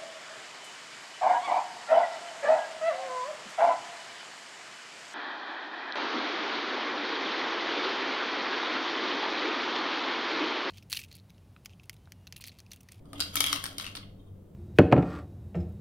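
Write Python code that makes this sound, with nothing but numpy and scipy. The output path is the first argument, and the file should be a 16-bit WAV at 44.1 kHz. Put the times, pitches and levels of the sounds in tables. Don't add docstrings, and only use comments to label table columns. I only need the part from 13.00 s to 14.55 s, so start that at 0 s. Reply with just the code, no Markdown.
import sys
import numpy as np
from scipy import signal
from scipy.fft import rfft, irfft
from scipy.io import wavfile
from scipy.ndimage import uniform_filter1d

SR = 44100
rng = np.random.default_rng(int(sys.argv[2]) if len(sys.argv) > 2 else 0)


def digitize_waveform(pressure):
    field = np.atleast_2d(pressure).T
    bounded = np.clip(field, -1, 1)
    quanta = np.round(bounded * 32767).astype(np.int16)
    wavfile.write(sys.argv[1], SR, quanta)


def gain_from_db(level_db):
    decades = np.asarray(level_db, float) / 20
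    return 10 ** decades


N = 68355
SPLIT_HZ = 7000

# (frequency [Hz], level [dB], t60 [s])
BODY_MODES = [(1107, -11.5, 0.097), (1299, -9, 0.063), (1850, -24.5, 0.0067), (2277, -5.5, 0.032),
              (3230, -2.5, 0.12), (3670, -8, 0.059), (3723, -7.5, 0.059), (4850, -15.5, 0.048),
              (5190, -13, 0.028), (6503, 1, 0.029), (8845, -6.5, .015), (9930, 3, 0.0079), (10850, 2, .012),
              (11940, -1.5, 0.013)]


def level(x, db):
    return x * gain_from_db(db) / np.sqrt(np.mean(x ** 2))


def curve(rows):
    time_s, level_db = np.array(rows, float).T
    return gain_from_db(np.interp(np.arange(N) / SR, time_s, level_db))


def band(x, hz, width_hz):
    return signal.lfilter(*signal.iirpeak(hz, hz / width_hz, fs=SR), x)


def drone():
    # (time [s], level [dB])
    drone_rows = [(0.0, -58.5), (0.038, -65), (0.076, -63), (0.158, -50), (0.72, -53), (0.764, -61.5),
                  (0.932, -50), (0.974, -57), (1.022, -49.5), (1.256, -57), (1.312, -44), (1.55, -64)]
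    centre_hz, wander_hz = 98.2, 3.8
    drift = uniform_filter1d(rng.standard_normal(N), SR // 20)
    pitch_hz = centre_hz + wander_hz * drift / drift.std()
    return np.sqrt(2) * np.sin(2 * np.pi * np.cumsum(pitch_hz) / SR) * curve(drone_rows)


def air():
    # (frequency [Hz], level [dB per Hz])
    air_rows = [(20, -2.5), (100, -8.5), (520, -18.5), (800, -34), (1300, -41), (1700, -53.5), (5000, -56),
                (14000, -50.5)]
    # (frequency [Hz], width [Hz], level [dB])
    hum_lines = [(147.3, 10, -61), (191.5, 9.6, -59)]
    air_db, pan_db, apart_hz = -53, 1.1, 573
    hz = np.fft.rfftfreq(N, 1 / SR) + 1
    row_hz, row_db = np.array(air_rows, float).T
    shape = gain_from_db(np.interp(np.log(hz), np.log(row_hz), row_db))
    mid = rfft(rng.standard_normal(N)) * shape
    side = rfft(rng.standard_normal(N)) * shape
    side = side * hz / np.hypot(hz, apart_hz)
    noise = level(irfft(np.array([mid + side, mid - side]), N), air_db)
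    hum = sum(level(band(rng.standard_normal(N), f, w), db) for f, w, db in hum_lines)
    return (noise + hum + drone()) * gain_from_db(np.array([[pan_db], [-pan_db]]) / 2)


def table():
    # (time [s], level [dB])
    thrum_rows = [(0, -63.5), (.125, -57), (.137, -43.5), (.33, -59), (.36, -52), (.44, -46.5), (.49, -60),
                  (.54, -47), (.63, -59.5), (.68, -51), (.85, -56.5), (1.2, -65.5), (1.55, -89)]
    thrum_hz, thrum_width_hz = 285.9, 28
    rustle_hz, rustle_width_hz, rustle_db = 611, 320, -7
    thrum = band(rng.standard_normal(N), thrum_hz, thrum_width_hz)
    thrum = band(thrum, thrum_hz, thrum_width_hz)
    rustle = rng.standard_normal(N) + rng.standard_normal((2, N))
    for width_hz in (rustle_width_hz, rustle_width_hz, 2 * rustle_width_hz):
        rustle = band(rustle, rustle_hz, width_hz)
    return (level(thrum, 0) + level(rustle, rustle_db)) * curve(thrum_rows)


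def room(x):
    tail_db, t60_s, top_t60_s, gap_s = -5, 0.39, 0.27, 0.001
    t = np.arange(SR // 2) / SR
    noise = rng.standard_normal((2, len(t)))
    low = signal.sosfilt(signal.butter(2, 5000, fs=SR, output="sos"), noise)
    tail = low * gain_from_db(-60 * t / t60_s) + (noise - low) * gain_from_db(-60 * t / top_t60_s)
    tail *= 1 - np.exp(-t / gap_s)
    tail *= gain_from_db(tail_db) / np.sqrt((tail ** 2).sum() / 2)
    return signal.fftconvolve(x, tail, axes=1)[:, :N]


def ports(x):
    # (frequency [Hz], both ports [dB], left minus right [dB])
    port_rows = [(300, -0.5, -15), (696, 3, -7.5), (1420, 1, -2), (5100, 0.5, -2.5), (7000, -7.5, 1.5),
                 (9200, -4, 6.5), (11660, -1, 6), (14400, -4, 10.5)]
    hz, both_db, pan_db = np.array(port_rows, float).T
    at = np.log(np.fft.rfftfreq(N, 1 / SR) + 1)
    both_db = np.interp(at, np.log(hz), both_db)
    pan_db = np.interp(at, np.log(hz), pan_db)
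    return irfft(rfft(x) * gain_from_db(np.array([both_db + pan_db / 2, both_db - pan_db / 2])), N)


def drag(bands):
    total = 0
    for hz, width_hz, db in bands:
        noise = rng.standard_normal((2, N))
        total = total + level(band(band(noise, hz, width_hz), hz, width_hz), db)
    return level(total, 0)


def settle():
    # (time [s], level [dB])
    settle_rows = [
        (.03, -103.5),
        (.056, -63.5),
        (.075, -73),
        (.1, -72),
        (.125, -75),
        (.15, -95),
    ]
    # (frequency [Hz], width [Hz], level [dB])
    settle_bands = [(1160, 300, 2), (3240, 200, -10), (4860, 100, -14), (9200, 520, -4.5)]
    return drag(settle_bands) * curve(settle_rows)


def slip():
    # (time [s], level [dB])
    slip_rows = [
        (1.165, -108),
        (1.18, -82),
        (1.2, -68.5),
        (1.24, -82.5),
        (1.28, -70.5),
        (1.32, -100),
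    ]
    # (frequency [Hz], width [Hz], level [dB])
    slip_bands = [(1090, 200, -2.5), (3210, 130, -3.5), (3665, 140, -3), (6450, 150, -12),
                  (9260, 90, -10.5), (9400, 200, -12)]
    return drag(slip_bands) * curve(slip_rows)


def grind():
    # (time [s], level [dB])
    grind_rows = [(.14, -95), (.157, -50), (.183, -58.5), (.195, -91), (.395, -93), (.41, -42), (.435, -50),
                  (.45, -40.5), (.5, -39), (.525, -48.5), (.545, -54), (.62, -96.5), (1.015, -87),
                  (1.032, -49), (1.045, -66), (1.1, -91)]
    # (frequency [Hz], width [Hz], level [dB])
    grind_bands = [(1110, 60, -9), (1247, 50, -12.5), (2070, 57, -6.5), (2850, 400, -3), (3156, 170, -1),
                   (3500, 84, -3.5)]
    return drag(grind_bands) * curve(grind_rows)


def snap(low_hz, treble_db, size=600):
    decay_s, apart, high_hz = 0.0014, 0.82, 14700
    noise = rng.standard_normal(size) + apart * rng.standard_normal((2, size))
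    spectrum = rfft(noise * np.exp(-np.arange(size) / SR / decay_s))
    size_now = np.abs(spectrum)
    noise = irfft(spectrum * size_now.mean() / uniform_filter1d(size_now, size=7), size)
    low = signal.sosfilt(signal.butter(2, [low_hz, SPLIT_HZ], "band", fs=SR, output="sos"), noise)
    top = signal.sosfilt(signal.butter(2, [SPLIT_HZ, high_hz], "band", fs=SR, output="sos"), noise)
    return low - gain_from_db(min(treble_db, 3)) * top


def ring(modes, treble_db, size=4000):
    detune, scatter_db, crack_db, crack_s = 0.012, 3.5, 2.5, 0.0064
    hz, db, t60_s = np.repeat(np.array(modes, float), 3, axis=0).T[:, :, None]
    t = np.arange(size) / SR
    chance = rng.standard_normal((5, len(hz), 1))
    hz = hz * (1 + detune * chance[0])
    gain = gain_from_db(db + np.where(hz > SPLIT_HZ, treble_db, 0) + scatter_db * chance[1:3])
    fade = np.exp(-np.log(1000) * t / t60_s) + gain_from_db(crack_db) * np.exp(-np.log(1000) * t / crack_s)
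    phase = 10 * np.repeat(chance[3:, ::3], 3, axis=1)
    return (gain * fade * np.sin(2 * np.pi * hz * t + phase)).sum(axis=1)


def rub():
    # (time [s], level [dB])
    rub_rows = [(0, -99), (.05, -81), (.13, -68), (.18, -56), (.22, -48), (.32, -56.5), (.36, -40),
                (.435, -49.5), (.52, -39.5), (.6, -46.5), (.67, -49.5), (.76, -61), (.82, -44), (.9, -54),
                (.98, -70), (1.1, -91)]
    ticks_per_s, spread_db, treble_db, snap_db = 2500, 7, -8, 22
    ticks = (rng.random(N) < ticks_per_s / SR) * rng.choice([-1, 1], N)
    ticks = ticks * gain_from_db(spread_db * np.minimum(rng.exponential(size=N), 3))
    tone = ring(BODY_MODES, treble_db) + gain_from_db(snap_db) * snap(920, treble_db, size=4000)
    return level(signal.fftconvolve(ticks[None], tone, axes=1), 0)[:, :N] * curve(rub_rows)


def hits(rows, modes):
    own_db, own_cycles, own_t60_s = 7.5, 55, 0.085
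    treble_lift_db, chatter_s, snap_db = 8.5, 0.00044, -3
    snap_low_share, snap_low_hz = 0.71, 920
    contact_s, right_lag_s = 0.00033, 0.0004
    out = np.zeros((2, N + 8000))
    for s, db, hz, treble_db, pan_db in rows:
        own_mode = (hz, own_db, min(own_cycles / hz, own_t60_s))
        tone = ring([*modes, own_mode], treble_db + treble_lift_db)
        tone *= 1 - np.exp(-np.arange(tone.shape[1]) / SR / chatter_s)
        tone /= np.abs(tone).max(axis=1, keepdims=True)
        low_hz = max(snap_low_share * hz - snap_low_hz, snap_low_hz)
        tone[:, :600] += gain_from_db(snap_db) * snap(low_hz, treble_db)
        tone /= np.abs(tone).max(axis=1, keepdims=True)
        for port, (lag_s, sign) in enumerate([(0, 1), (right_lag_s, -1)]):
            i = int((s + contact_s + lag_s) * SR)
            out[port, i:i + tone.shape[1]] += tone[port] * gain_from_db(db + sign * pan_db / 2)
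    return out[:, :N]


def short_knocks():
    # (time [s], peak level [dB], loudest ring [Hz], treble [dB], left minus right [dB])
    short_blows = [(0.0557, -55, 1130, -9.5, 11), (0.1313, -31, 1250, -9.5, 5), (0.5272, -15, 4480, 2, -6),
                   (.5288, -11, 5400, -16.5, 8), (.5312, -41.5, 1259, -19.5, 3.5), (.537, -30, 4460, -4, 20),
                   (.5548, -25.5, 5300, -19.5, -5), (0.5595, -23.5, 2750, -11, 14),
                   (0.6396, -18, 1617, -1.5, 3), (.6435, -35.5, 3500, -3, -9), (0.656, -20.5, 5550, -18, 5),
                   (0.663, -23.5, 5400, -10.5, 1), (.6645, -31.5, 1370, -6, 17),
                   (0.7821, -16.5, 4920, -7, 2.5), (0.798, -23.5, 3864, -25, 10.5),
                   (0.81, -25.5, 3500, -14, 8), (0.82, -35, 3900, -11, 13), (0.8429, -27, 2660, -14, 7),
                   (0.8538, -38.5, 2750, -37, 20), (0.8651, -24.5, 2786, -17, 5.5),
                   (0.8744, -32, 2620, -22, 5), (0.9514, -24.5, 3340, -10, 2), (0.96, -34, 4470, -3.5, 15),
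                   (0.9677, -28.5, 4400, -19.5, 10.5), (0.9732, -30.5, 3660, -43, 1),
                   (.9545, -30.5, 3250, -16.5, 4), (.9705, -30, 4400, -25, 2)]
    # (frequency [Hz], level [dB], t60 [s])
    tray_modes = [(1130, -3.5, 0.04), (1306, 2.5, 0.011), (1880, -9.5, 0.059), (2117, -5.5, 0.021),
                  (2978, -3.5, 0.066), (3130, -6, 0.025), (3775, 4, 0.014), (4400, 0, 0.029),
                  (5120, -10, 0.017), (5580, -1.5, 0.016), (8580, 9, 0.0071), (9260, 11, 0.0035),
                  (10540, -11.5, 0.011), (11800, -11, .012)]
    return hits(short_blows, tray_modes)


def knob():
    # (time [s], peak level [dB], loudest ring [Hz], treble [dB], left minus right [dB])
    knob_blows = [
        (.182, -39.5, 3220, -4, 3.5),
        (.195, -28, 1415, -7, 5),
        (.2029, -15, 4780, -9.5, 12),
        (.2083, -14, 4770, -16, 3.5),
        (.2125, -24, 4860, -16, -3.5),
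        (.221, -22, 4440, -17.5, -5),
    ]
    # (frequency [Hz], level [dB], t60 [s])
    knob_modes = [(1440, -3.5, 0.013), (2775, -10, 0.0349), (3220, -8, .03), (3920, -0.5, .04),
                  (5100, -17, .035), (5230, -11, .03), (5880, -11.5, .02), (7080, -1.5, .02),
                  (8720, 1, 0.01), (10800, -25.5, .015), (13600, -15, .02), (15000, -13, 0.01138)]
    return hits(knob_blows, knob_modes)


def ratchet():
    # (time [s], peak level [dB], loudest ring [Hz], treble [dB], left minus right [dB])
    ratchet_blows = [(0.3414, -32, 1310, -0.5, 4.4), (0.3556, -13, 1302, 4.5, 13.7),
                     (.3595, -23, 1290, 1, 6), (0.3671, -14.5, 6230, -14, 1.8),
                     (0.3728, -17, 3640, -5.5, 2), (.3755, -19, 6100, -13.5, 2),
                     (0.4048, -6.5, 5570, -8.5, 8.5), (.4068, -10.5, 3230, -13.5, 5),
                     (.4135, -26, 3500, -7.5, 4), (0.4405, -12, 3230, -8.5, 4.4),
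                     (0.4633, -15.5, 3245, -4, 8.2), (.4695, -16, 3240, -15.5, 3),
                     (0.4832, -19, 3230, -13.5, 2), (0.494, -24.5, 3230, -13, 2.0)]
    return hits(ratchet_blows, BODY_MODES)


def scene():
    toy = knob() + ratchet() + short_knocks() + rub() + slip() + grind() + settle()
    thud = gain_from_db(-13) * band(np.abs(toy), 600, 540)
    return ports(toy + room(toy) + thud) + table() + air()


def low_pass(x):
    return signal.sosfilt(signal.butter(12, 16970, fs=SR, output="sos"), x)


def record(dry):
    top_cut = signal.ellip(6, 0.2, 24, 15900, fs=SR, output="sos")
    return low_pass(signal.sosfilt(top_cut, dry))


dry = scene()
out = record(dry)
digitize_waveform(out)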